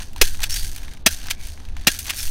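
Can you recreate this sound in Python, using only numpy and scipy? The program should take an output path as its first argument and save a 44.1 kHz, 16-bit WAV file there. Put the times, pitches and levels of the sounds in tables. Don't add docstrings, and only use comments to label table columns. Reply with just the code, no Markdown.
import sys
import numpy as np
from scipy import signal
from scipy.fft import rfft, irfft, next_fast_len
from scipy.io import wavfile

SR = 44100
rng = np.random.default_rng(int(sys.argv[2]) if len(sys.argv) > 2 else 0)


def transcribe(u):
    v = np.clip(np.atleast_2d(u).T, -1, 1)
    q = np.round(v * 32767).astype(np.int16)
    wavfile.write(sys.argv[1], SR, q)


N = 101430
HIT_S = 0.15

# (frequency [Hz], density [dB per Hz])
CRACK_SPECTRUM = [(60, -17), (200, -6.5), (420, -18.5), (650, -6), (1000, -21.5), (1600, -5), (2600, -1),
                  (4000, -3), (6200, -4.5), (9000, -10), (13000, -12), (16000, -13)]
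# (time [s], level [dB], rebound delay [s], rebound level [dB re blow], thump level [dB re blow],
# thump pitch [Hz], treble tilt [dB/octave])
SHOTS_FIRED = [(0.2139, 1.5, .0069, -7.5, -7, 350, 1), (1.0621, -0.5, .009, -8.5, -11.5, 257, -0.5),
               (1.8707, 0, .0088, -8.5, -12, 288, 0.5)]
CRACK_T60_S, CRACK_HOLD_S, RING_DB = 0.042, 0.0031, -4
SEAR_LEAD_S, SEAR_DB_RE_BLOW = 0.0026, -30.5
THUMP_WIDTH_HZ, THUMP_T60_S = 250, 0.044
HUM_HZ, HUM_WIDTH_HZ, HUM_T60_S, HUM_DB_RE_BLOW = 1637, 260, 0.33, -35


def shots():
    out = np.zeros(N)
    for at, db, rebound_s, rebound_db, thump_db, thump_hz, tilt in SHOTS_FIRED:
        sear = hit(CRACK_SPECTRUM, CRACK_T60_S, RING_DB, tilt_db=-3)
        add(out, at - SEAR_LEAD_S, undb(db + SEAR_DB_RE_BLOW) * sear)

        crack = hit(CRACK_SPECTRUM, CRACK_T60_S, RING_DB, tilt, CRACK_HOLD_S)
        thump = undb(thump_db) * band(HIT_S, thump_hz, THUMP_WIDTH_HZ) * fade(THUMP_T60_S)
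        hum = undb(HUM_DB_RE_BLOW) * band(HIT_S, HUM_HZ, HUM_WIDTH_HZ) * fade(HUM_T60_S)
        add(out, at, undb(db) * (crack + thump + hum))

        rebound = hit(CRACK_SPECTRUM, CRACK_T60_S / 2, RING_DB, tilt_db=-1)
        add(out, at + rebound_s, undb(db + rebound_db) * rebound)
    return out


def hit(spectrum, t60_s, ring_db, tilt_db=0, hold_s=0):
    crack = colour(noise(HIT_S), spectrum, tilt_db) * fade(t60_s, hold_s)
    return crack + undb(ring_db) * ring()


# (frequency [Hz], level [dB], T60 [s])
FRAME_MODES = [(664, -10.5, 0.035), (810, -14, 0.031), (1067, -14, 0.039), (1361, -6.5, 0.047),
               (1634, -13.5, 0.085), (1868, -3.5, 0.047), (2073, -11.5, .035), (2404, -1, 0.038),
               (2574, -0.5, 0.046), (2813, -2.5, 0.046), (3300, -4.5, 0.058), (3425, -8.5, 0.058),
               (4030, -4, 0.054), (4910, -20, 0.023), (5216, -5, 0.06), (6004, -0.5, 0.043),
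               (6090, -11, 0.077), (8690, -4.5, 0.05)]


def ring():
    age = clock(HIT_S).astype(np.float32)
    hz, db, t60_s = np.array(FRAME_MODES, np.float32).T[:, :, None]
    detune, phase = rng.standard_normal((2, len(FRAME_MODES), 1)).astype(np.float32)
    sines = np.sin(2 * np.pi * (hz * (1 + 0.0041 * detune) * age + phase))
    decay = np.exp(-float(np.log(1000)) * age / t60_s)
    modes_rms = np.sqrt(np.sum(undb(db) ** 2) / 2)
    return (undb(db) * sines * decay).sum(0) / modes_rms


# (frequency [Hz], density [dB per Hz])
CLACK_SPECTRUM = [(100, -24), (480, -45), (780, -13), (1200, -9), (1900, 0), (3000, 0), (4500, -4),
                  (7000, -6.5), (11000, -10), (16000, -12)]
# (time [s], level [dB], T60 [s])
ACTION_CLACKS = [(0.419, -26, .05), (.431, -19, 0.013), (0.4336, -15, 0.034), (0.4387, -14.5, 0.035),
                 (1.3003, -26, 0.021), (1.3055, -17, 0.017), (1.3094, -14, 0.036), (2.0938, -23.5, 0.021),
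                 (2.0975, -17.5, 0.036), (2.105, -14.5, 0.026)]
CLACK_RING_DB = -10.5


def action():
    out = np.zeros(N)
    for at, db, t60_s in ACTION_CLACKS:
        add(out, at, undb(db) * hit(CLACK_SPECTRUM, t60_s, CLACK_RING_DB))
    return out


# (time [s], level [dB], treble tilt [dB/octave])
SMALL_TICKS = [(.002, -30, -3), (0.1325, -38, 2), (0.162, -31, 0.5), (0.181, -32.5, 1), (.278, -31, 3),
               (.346, -29, -7), (.394, -33.5, -7), (0.4048, -27, 0.5), (.762, -25.5, 3.5),
               (.7825, -32.5, 1), (0.833, -32.5, -0.5), (0.881, -32.5, -7), (.936, -34.5, -1.5),
               (0.972, -40, -2.5), (1.088, -23, 5), (1.1135, -26, 6), (1.119, -25, 14), (1.128, -32, 5),
               (1.258, -34, 1), (1.2693, -28, 3), (1.2845, -23, -5), (1.4709, -29, 6), (1.576, -40, -5),
               (1.601, -40, -13), (1.652, -37, -2.5), (1.687, -41, -1), (1.7673, -32, -2.5),
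               (1.812, -36.5, -1), (1.93, -33.5, 3), (1.9455, -29, 4.5), (1.958, -31, 1),
               (1.9918, -21.5, 6.5), (2.056, -27.5, 0.5), (2.066, -27, 2), (2.080, -30, -11),
               (2.1446, -27, 7), (2.177, -33, 16), (2.197, -22.5, 3), (2.229, -29, 9), (2.275, -23, 4)]
TICK_T60_S, TICK_RING_DB = 0.017, -13.5


def ticks():
    out = np.zeros(N)
    for at, db, tilt in SMALL_TICKS:
        add(out, at, undb(db) * hit(CLACK_SPECTRUM, TICK_T60_S, TICK_RING_DB, tilt))
    return out


# (frequency [Hz], density [dB per Hz])
RUB_SPECTRUM = [(200, -20), (550, -21), (800, -12.5), (1150, -15.5), (1620, -2.5), (2000, -4), (2400, -3.5),
                (3500, -1), (5500, -3.5), (7500, -8), (8800, -6), (13500, -9), (16000, -16)]
# (frequency [Hz], width [Hz], level [dB])
GRIP_MODES = [(1640, 170, -7), (4560, 200, 0), (5480, 93, -10), (6200, 670, 1), (8680, 960, -7.5)]
GRIP_DB = -6.5
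SLIPS_PER_S, SLIP_SPREAD_DB, SLIP_T60_S = 330, 4.5, 0.017
SMOOTH_SHARE = 0.4


def rubbing():
    slip_count = 2000
    gap, size = rng.random(slip_count), rng.standard_normal(slip_count)
    where = (np.cumsum(0.25 + 1.5 * gap) * SR / SLIPS_PER_S).astype(int)
    slip_power = undb(SLIP_SPREAD_DB * np.clip(size, -2, 1.7)) ** 2
    slips = np.bincount(where, slip_power, N)[:N]
    power_keep = np.exp(-2 * np.log(1000) / (SLIP_T60_S * SR))
    power = signal.lfilter([1], [1, -power_keep], slips)
    grains = noise() * np.sqrt(power / power.mean() + SMOOTH_SHARE ** 2)
    body = unit(sum(undb(db) * resonate(grains, hz, width) for hz, width, db in GRIP_MODES))
    return colour(grains, RUB_SPECTRUM) + undb(GRIP_DB) * body


# (time [s], attack [s], hold [s], time to fall 20 dB [s], level [dB], treble tilt [dB/octave])
HAND_RUBS = [(0.0, 0.0042, 0.019, 0.03, -36.5, -2.5), (0.02, 0.0136, 0.046, 0.2, -50.5, -1),
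             (0.162, .01, 0.028, 0.15, -44.5, -5.5), (0.217, 0.0045, 0.0074, 0.19, -28, 1.5),
             (0.407, 0.022, 0.032, 0.04, -39.5, -1), (.492, 0.01, 0.071, 0.2276, -27.5, 1.5),
             (0.713, 0.1, .12, 0.11, -50.5, -6.5), (1.077, 0.011, 0.05, .1, -33.5, 1),
             (1.172, 0.038, .13, 0.04, -42.5, -3.5), (1.373, 0.058, 0.064, .16, -42, -0.3),
             (1.565, 0.05, .13, 0.3, -58, -6.5), (1.761, 0.0144, 0.019, 0.4, -50.5, -3.5),
             (1.888, .006, 0.016, .13, -29.5, 1.5), (1.986, 0.0038, .008, 0.12, -33, 4),
             (2.056, 0.024, 0.044, 0.1, -38, -3.5), (2.134, 0.043, 0.048, 0.2, -29.5, 3)]


def hand():
    rub = rubbing()
    flat = [(1, 0), (SR, 0)]
    out = np.zeros(N)
    for at, attack, hold, fall, db, tilt in HAND_RUBS:
        age = clock(attack + hold + 2 * fall)
        fall_db = 20 * np.maximum(age - attack - hold, 0) / fall
        press = np.minimum(age / attack, 1) * undb(db - fall_db)
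        stretch = rub.take(int(at * SR) + np.arange(len(age)), mode="wrap")
        add(out, at, press * colour(stretch, flat, tilt))
    return out


# (time [s], length [s], pitch [Hz], level [dB])
SKIN_SQUEAKS = [(0.49, 0.074, 5470, -29.5), (0.547, 0.087, 4680, -36), (1.109, 0.024, 6120, -35),
                (1.341, 0.15, 2280, -51), (2.164, .07, 5380, -35.5)]
SQUEAK_WIDTH_HZ = 380


def squeaks():
    out = np.zeros(N)
    for at, length, hz, db in SKIN_SQUEAKS:
        swell = np.sin(np.pi * clock(length) / length)
        add(out, at, undb(db) * band(length, hz, SQUEAK_WIDTH_HZ) * swell)
    return out


# (time [s], level [dB])
FINGER_KNOCKS = [(.005, -41), (0.159, -37.5), (.394, -44), (.406, -38), (1.2575, -42.5), (1.2687, -45),
                 (1.7665, -41), (2.08, -39)]
KNOCK_HZ, KNOCK_WIDTH_HZ, KNOCK_T60_S = 855, 410, 0.069


def knocks():
    out = np.zeros(N)
    for at, db in FINGER_KNOCKS:
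        add(out, at, undb(db) * band(HIT_S, KNOCK_HZ, KNOCK_WIDTH_HZ) * fade(KNOCK_T60_S))
    return out


# (time [s], level [dB])
WIND_STRENGTH = [(0, -30), (.12, -32.5), (.3, -22.5), (.4, -19), (.52, -20), (.65, -17), (.75, -29),
                 (1.0, -31.5), (1.15, -28), (1.45, -28.5), (1.6, -35.5), (1.72, -21.5), (1.85, -29),
                 (2.02, -35), (2.17, -33.5), (2.28, -25)]
# (frequency [Hz], density [dB per Hz])
WIND_SPECTRUM = [(3, -4), (8, 1.5), (18, -3.5), (28, -9), (45, -14.5), (70, -21), (120, -35), (300, -55),
                 (1000, -85)]


def wind():
    strength_db = np.interp(clock(), *np.array(WIND_STRENGTH).T)
    return undb(strength_db) * colour(noise(), WIND_SPECTRUM)


PUFF_S, PUFF_RISE_S, PUFF_DECAY_S = 0.2165, 0.0044, 0.039
PUFF_HZ, PUFF_SCALE_DB = 6.25, 0.5


def puff():
    age = np.maximum(clock() - PUFF_S, 0)
    rise = 1 - np.exp(-(age / PUFF_RISE_S) ** 2)
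    swing = np.exp(-age / PUFF_DECAY_S) * np.cos(2 * np.pi * PUFF_HZ * age)
    return undb(PUFF_SCALE_DB) * rise * swing


DRONE_HZ, DRONE_WIDTH_HZ, DRONE_DB = 74.3, 20.7, -41


def drone():
    return undb(DRONE_DB) * band(None, DRONE_HZ, DRONE_WIDTH_HZ)


# (frequency [Hz], density [dB per Hz])
AIR_SPECTRUM = [(40, -4), (90, 0.5), (160, -4), (270, -4.5), (430, -15), (850, -15), (1300, -23.5),
                (2100, -31.5), (4000, -25), (6000, -45), (9000, -56), (16000, -66)]
AIR_DB = -47.5


def open_air():
    return undb(AIR_DB) * colour(noise(), AIR_SPECTRUM)


def undb(db):
    return 10 ** (np.asarray(db) / 20)


def unit(x):
    return x / np.sqrt(np.mean(x ** 2) + 1e-20)


def clock(length_s=None):
    return np.arange(N if length_s is None else int(length_s * SR)) / SR


def noise(length_s=None):
    return rng.standard_normal(len(clock(length_s)))


def fade(t60_s, hold_s=0):
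    return np.exp(-np.log(1000) * np.maximum(clock(HIT_S) - hold_s, 0) / t60_s)


def colour(x, points, tilt_db=0):
    size = next_fast_len(len(x), True)
    hz = np.maximum(np.arange(size // 2 + 1) * SR / size, 1)
    point_hz, point_db = np.array(points).T
    db = np.interp(np.log(hz), np.log(point_hz), point_db)
    db = db + tilt_db * np.log2(np.maximum(hz, 700) / 4000)
    return unit(irfft(rfft(x, size) * undb(db), size)[:len(x)])


def resonate(x, hz, width_hz):
    return signal.lfilter(*signal.iirpeak(hz, hz / width_hz, fs=SR), x)


def band(length_s, hz, width_hz):
    once = resonate(noise(length_s), hz, width_hz)
    return unit(resonate(once, hz, width_hz))


def add(out, start_s, sound):
    first = max(int(start_s * SR), 0)
    out[first:first + len(sound)] += sound[:max(N - first, 0)]


def scene():
    revolver = shots() + action() + ticks()
    grip = hand() + squeaks() + knocks()
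    weather = wind() + puff() + drone() + open_air()
    return (revolver + grip + weather)[None]


CEILING, KNEE = 0.59, 4.7
TOP_HZ = 15900


def record(dry):
    clipped = dry / (1 + np.abs(dry / CEILING) ** KNEE) ** (1 / KNEE)
    low_pass = signal.firwin(151, TOP_HZ, fs=SR)
    return signal.fftconvolve(clipped, low_pass[None], "same")


dry = scene()
out = record(dry)
transcribe(out)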